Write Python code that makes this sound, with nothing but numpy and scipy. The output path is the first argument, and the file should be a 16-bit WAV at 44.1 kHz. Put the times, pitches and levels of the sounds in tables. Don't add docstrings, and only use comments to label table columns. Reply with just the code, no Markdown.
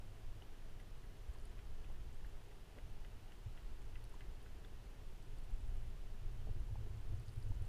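import sys
import numpy as np
from scipy import signal
from scipy.fft import rfft, irfft, next_fast_len
from scipy.io import wavfile
from scipy.ndimage import map_coordinates

SR = 44100
rng = np.random.default_rng(int(sys.argv[2]) if len(sys.argv) > 2 else 0)


def bounce(signal):
    frames = np.transpose(np.atleast_2d(signal))
    limited = np.clip(frames, -1, 1)
    pcm = np.round(limited * 32767).astype(np.int16)
    wavfile.write(sys.argv[1], SR, pcm)


N = 338688


def amp(db):
    return 10 ** (np.asarray(db) / 20)


def unit(x):
    return x / np.sqrt(np.mean(x ** 2) + 1e-20)


def crest(x):
    return x / np.abs(x).max()


def wobble(rate):
    knots = rng.standard_normal(int(N * rate / SR) + 4)
    return map_coordinates(knots, [np.arange(N) * rate / SR])


def filtered(x, response):
    size = next_fast_len(2 * len(x))
    return irfft(rfft(x, size) * response(np.fft.rfftfreq(size, 1 / SR)), size)[:len(x)]


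def noise(spectrum):
    freq_hz, gain_db = np.transpose(spectrum)
    white = rng.standard_normal(N)
    return unit(filtered(white, lambda hz: amp(np.interp(np.log(hz + 1), np.log(freq_hz), gain_db))))


def ring(x, modes):
    def stage(f, hz, width):
        return 1j * f * width / (hz * hz - f * f + 1j * f * width)
    return crest(filtered(x, lambda f: sum(amp(db) * stage(f, hz, width) ** 2 for hz, width, db in modes)))


def add(track, start_s, db, sound):
    part = track[max(round(start_s * SR), 0):][:len(sound)]
    part += (amp(db) * sound * np.sqrt(SR / 100) / np.linalg.norm(sound))[:len(part)]


def outdoor_hush(level_db=-65, drift_db=0.26):
    # freq_hz, gain_db
    air_spectrum = [(60, -34), (150, 4.5), (200, 0.5), (270, -2), (340, -1), (420, 1), (490, -5), (750, -6),
                    (1150, -11), (1800, -12.5), (2300, -16), (2950, -13.5), (3800, -20.5), (14000, -43)]
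    return amp(level_db - drift_db * wobble(rate=4.7)) * noise(air_spectrum)


def microphone_hiss(hiss_db=-74, whine_hz=9088, whine_db=-97):
    # freq_hz, gain_db
    hiss_spectrum = [(500, 4), (4500, 4.5), (7000, 1.5), (9200, -1.5), (9900, 2.5), (10600, -2),
                     (11800, -4.5), (13500, -0.5), (15200, -6)]
    whine = np.sqrt(2) * np.sin(2 * np.pi * whine_hz * np.arange(N) / SR)
    return amp(hiss_db) * noise(hiss_spectrum) + amp(whine_db) * whine


def handling_rumble(sway_boost_db=3.5, tremor_db=1.5, drone_db=-62.5,
                    tilt_start_s=5.2, tilt_rise_s=1.66, tilt_boost_db=9.5):
    # time_s, level_db
    unsteadiness = [(0, -52.5), (1.1, -54), (1.5, -49), (2.0, -48.5), (2.6, -53), (3.75, -47.5),
                    (4.1, -48.5), (5.2, -54), (5.65, -43.5), (6.0, -47.5), (7.68, -46.5)]
    # freq_hz, gain_db
    sway_spectrum = [(8, -6.5), (16, 7.5), (25, 0), (42, -5), (55, -8.5), (80, -17.5), (130, -28),
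                     (250, -39), (600, -88)]
    # freq_hz, gain_db
    housing_spectrum = [(45, -32), (70, -2.5), (88, -3.5), (106, 2), (122, -2.5), (140, -14), (175, -32),
                        (300, -29), (700, -62)]
    t = np.arange(N) / SR
    unsteady_db = np.interp(t, *np.transpose(unsteadiness))
    tilt_speed = np.clip((t - tilt_start_s) / tilt_rise_s, 0, 1)
    grip_db = tremor_db * wobble(rate=7)
    sway = amp(unsteady_db + sway_boost_db + grip_db) * noise(sway_spectrum)
    drone = amp(drone_db + tilt_boost_db * tilt_speed + grip_db) * noise(housing_spectrum)
    return sway + drone


def hand_bumps(width_cycles=0.91):
    # peak_s, level_db, pitch_hz
    bumps = [(1.298, -38, 52), (3.470, -43, 94), (3.476, -43, 44), (5.535, -37, 32.6), (5.660, -38, 34),
             (6.150, -61, 200), (6.224, -44, 92), (6.266, -45, 90), (6.487, -55, 170), (6.508, -38, 48),
             (6.512, -41, 92), (6.566, -44, 95), (6.612, -39, 50), (6.724, -42, 90), (6.791, -44, 95),
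             (6.868, -60, 240), (6.910, -45, 88), (7.130, -36, 52), (7.137, -37, 90), (7.192, -44, 98),
             (7.288, -45, 98), (7.379, -41.5, 96), (7.468, -42, 96), (7.506, -42.5, 90),
             (7.508, -58.5, 230), (7.578, -39, 42), (7.622, -39.5, 97)]
    out, t = np.zeros(N), np.arange(SR // 4) / SR
    for peak_s, db, hz in bumps:
        cycles = (t - t.mean()) * hz
        thump = np.sin(2 * np.pi * cycles) * np.exp(-(cycles / width_cycles) ** 2)
        add(out, peak_s - t.mean(), db, thump)
    return out


def finger_knocks(contact_s=0.002, rub=0.098, width_ratio=0.23, reach_hz=150):
    # start_s, level_db, pitch_hz, tone_over_case_db
    knocks = [(6.471, -59, 580, -4), (6.489, -58, 540, -6), (6.562, -64, 350, 0), (6.612, -63, 260, 0),
              (6.687, -67, 840, 2), (6.7555, -57.5, 830, -0.5), (6.859, -60.5, 280, -2),
              (6.866, -58, 430, -3), (7.120, -61, 320, -1), (7.462, -63, 420, 3), (7.5035, -59, 270, 0),
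              (7.517, -63, 870, 1), (7.616, -63, 400, 2)]
    # pitch_hz, width_hz, gain_db
    case_modes = [(260, 160, -2), (430, 170, 0), (660, 420, -5)]
    out, t = np.zeros(N), np.arange(SR // 10) / SR
    for start_s, db, hz, tone_db in knocks:
        blow = (t == 0) + rub * rng.standard_normal(len(t)) * np.exp(-t / contact_s)
        case = unit(ring(blow, case_modes))
        tone = amp(tone_db) * unit(ring(blow, [(hz, width_ratio * hz, 0)]))
        lowpass = signal.butter(N=4, Wn=hz + reach_hz, fs=SR, output="sos")
        add(out, start_s, db, signal.sosfilt(lowpass, case + tone))
    return out


def fine_crackle(low_hz=6000, high_hz=10300, width_hz=1700, t60_s=0.026, spread_db=4.0):
    # start_s, end_s, ticks_per_s, level_db
    spells = [(0, 7.5, 4, -84), (1.32, 1.5, 60, -83), (3.7, 3.9, 50, -83.5), (4.1, 4.2, 70, -82.5),
              (5.2, 5.9, 20, -83), (7.15, 7.68, 90, -84)]
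    out, t = np.zeros(N), np.arange(SR // 50) / SR
    for start_s, end_s, rate, db in spells:
        span_s = end_s - start_s
        for place, height in rng.random((round(rate * span_s), 2)):
            burst = rng.standard_normal(len(t)) * amp(-60 * t / t60_s)
            tick = ring(burst, [(low_hz + height * (high_hz - low_hz), width_hz, 0)])
            add(out, start_s + place * span_s, db + spread_db * rng.standard_normal(), tick)
    return out


def thin_ticks(rise_s=0.0012, tone_width_hz=900):
    # start_s, level_db, pitch_hz, tone_over_shared_db
    ticks = [(.801, -76.5, 9700, 4), (1.337, -76, 7800, 4), (1.384, -75, 4650, -1), (1.398, -78, 9900, 4),
             (1.4528, -70, 9700, 8), (2.128, -78, 7600, 4), (2.144, -77, 7900, 4), (2.265, -77, 11100, 8),
             (4.0398, -68.5, 10000, 2), (4.050, -76, 5700, -1), (4.138, -77, 7300, -1),
             (5.225, -78, 7800, -1), (5.383, -75, 7400, -1), (5.436, -78, 7700, -1), (5.505, -77, 10800, 4),
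             (5.750, -77, 9600, 6), (6.972, -78, 7300, -1), (7.196, -76, 9650, -1), (7.260, -78, 6400, -1),
             (7.2803, -70.5, 4850, -3), (7.2903, -69.5, 4800, -3), (7.358, -78, 9650, 6),
             (7.426, -71.5, 4750, -1), (7.6205, -71, 9700, 4), (7.651, -77, 7250, -1)]
    # pitch_hz, width_hz, gain_db
    shared_modes = [(4510, 490, 9.5), (7900, 5200, -9), (9500, 610, -13)]
    out, t = np.zeros(N), np.arange(SR // 20) / SR
    for start_s, db, hz, tone_db in ticks:
        burst = rng.standard_normal(len(t)) * t * np.exp(-t / rise_s)
        tone = amp(tone_db) * ring(burst, [(hz, tone_width_hz, 0)])
        add(out, start_s, db, ring(burst, shared_modes) + tone)
    return out


def plops(ring_cycles=27, pitch_rise=0.033, attack_s=0.00078, slosh_t60_s=0.045):
    # start_s, level_db, pitch_hz, slosh_over_bubble_db
    glugs = [(.418, -66, 400, 0), (.4215, -68, 760, -2), (1.357, -68, 1030, -3), (1.900, -64, 860, 2),
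             (2.768, -63, 700, 1), (2.779, -61, 590, 2), (4.1398, -63, 1010, -8), (4.648, -64.5, 410, -2),
             (4.648, -68.5, 1600, -6)]
    # pitch_hz, width_hz, gain_db
    slosh_modes = [(323, 450, 12), (500, 190, -7), (755, 400, -6)]
    out, t = np.zeros(N), np.arange(SR // 10) / SR
    for start_s, db, hz, slosh_db in glugs:
        age = t * hz / ring_cycles
        phase = 2 * np.pi * np.cumsum(hz * (1 + pitch_rise * age)) / SR
        bubble = crest(np.sin(phase) * amp(-60 * age) * (1 - np.exp(-t / attack_s)))
        slosh = ring(rng.standard_normal(len(t)) * amp(-60 * t / slosh_t60_s), slosh_modes)
        add(out, start_s, db, bubble + amp(slosh_db) * slosh)
    return out


def pool_walls(x, delay_spread=0.0076):
    # delay_s, gain_db
    echoes = [(.00354, -10), (.0107, -12)]
    shift = np.exp(delay_spread * rng.standard_normal())
    def reflections(hz):
        return sum(amp(db) * np.exp(-2j * np.pi * hz * delay_s * shift) for delay_s, db in echoes)
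    return x + filtered(x, reflections)


def wet_contact(drive, modes, cutoff_hz=3100, order=12):
    softened = filtered(ring(drive, modes), lambda hz: 1 / np.sqrt(1 + (hz / cutoff_hz) ** (2 * order)))
    return pool_walls(softened)


def laps(trim_db=-1, film=0.14, film_t60_s=0.045, gape_spread=0.013, ping_width_hz=330,
         throat_hz=420, throat_db=-12, peel_lead_s=0.0089, peel_db=-12,
         closing_lag_s=0.0039, closing_hz=1800, closing_width_hz=900):
    # snap_s, level_db, ping_hz, ping_over_smack_db, closing_offset_db
    clicks = [(.168, -71, 2100, -6, -10), (.4218, -63, 2950, 7, -18), (.7998, -65.3, 2100, -5, -12),
              (1.040, -69.5, 1700, -8, -8), (1.349, -70, 1750, -8, -8), (1.591, -65, 2400, -7, -6),
              (1.845, -68.3, 2600, -1, -12), (2.2465, -64.5, 1700, 6, -5), (2.513, -69.5, 2050, -8, -8),
              (2.786, -64, 2100, -5, -12), (3.048, -63.7, 2950, -8, -8), (3.321, -64.8, 2800, -7, -7),
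              (3.576, -65, 2900, -9, -5), (3.956, -61.3, 2700, -2, -3), (4.2078, -61.5, 2900, -11, -5),
              (4.462, -65, 1580, 1, -12), (4.6476, -64.5, 3440, 1.5, -20)]
    # pitch_hz, width_hz, gain_db
    mouth_modes = [(1680, 380, -4), (1955, 320, -1), (2850, 2400, -6)]
    out, t = np.zeros(N), np.arange(SR // 10) / SR
    snap = 1. * (t == 0)
    throat = amp(throat_db) * unit(ring(snap, [(throat_hz, throat_hz / 2, 0)]))
    for snap_s, db, ping_hz, ping_db, closing_db in clicks:
        mouth = np.array(mouth_modes) * [np.exp(gape_spread * rng.standard_normal()), 1, 1]
        peel, crackle, splash = film * rng.standard_normal((3, len(t))) * amp(-60 * t / film_t60_s)
        smack = unit(wet_contact(snap + film * crackle, mouth))
        ping = amp(ping_db) * unit(ring(snap, [(ping_hz, ping_width_hz, 0)]))
        add(out, snap_s - peel_lead_s, db + peel_db - max(ping_db, 0), wet_contact(peel, mouth))
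        add(out, snap_s, db + trim_db, smack + ping + throat)
        closing = wet_contact(snap + splash, [(closing_hz, closing_width_hz, 0)])
        add(out, snap_s + closing_lag_s, db + closing_db, closing)
    return out


def scene():
    drinking = laps() + plops() + thin_ticks() + fine_crackle()
    handling = finger_knocks() + hand_bumps() + handling_rumble()
    return (drinking + handling + outdoor_hush() + microphone_hiss())[None]


def record(dry):
    top_hz = 15300
    return np.array([filtered(channel, lambda hz: hz < top_hz) for channel in dry])


dry = scene()
out = record(dry)
bounce(out)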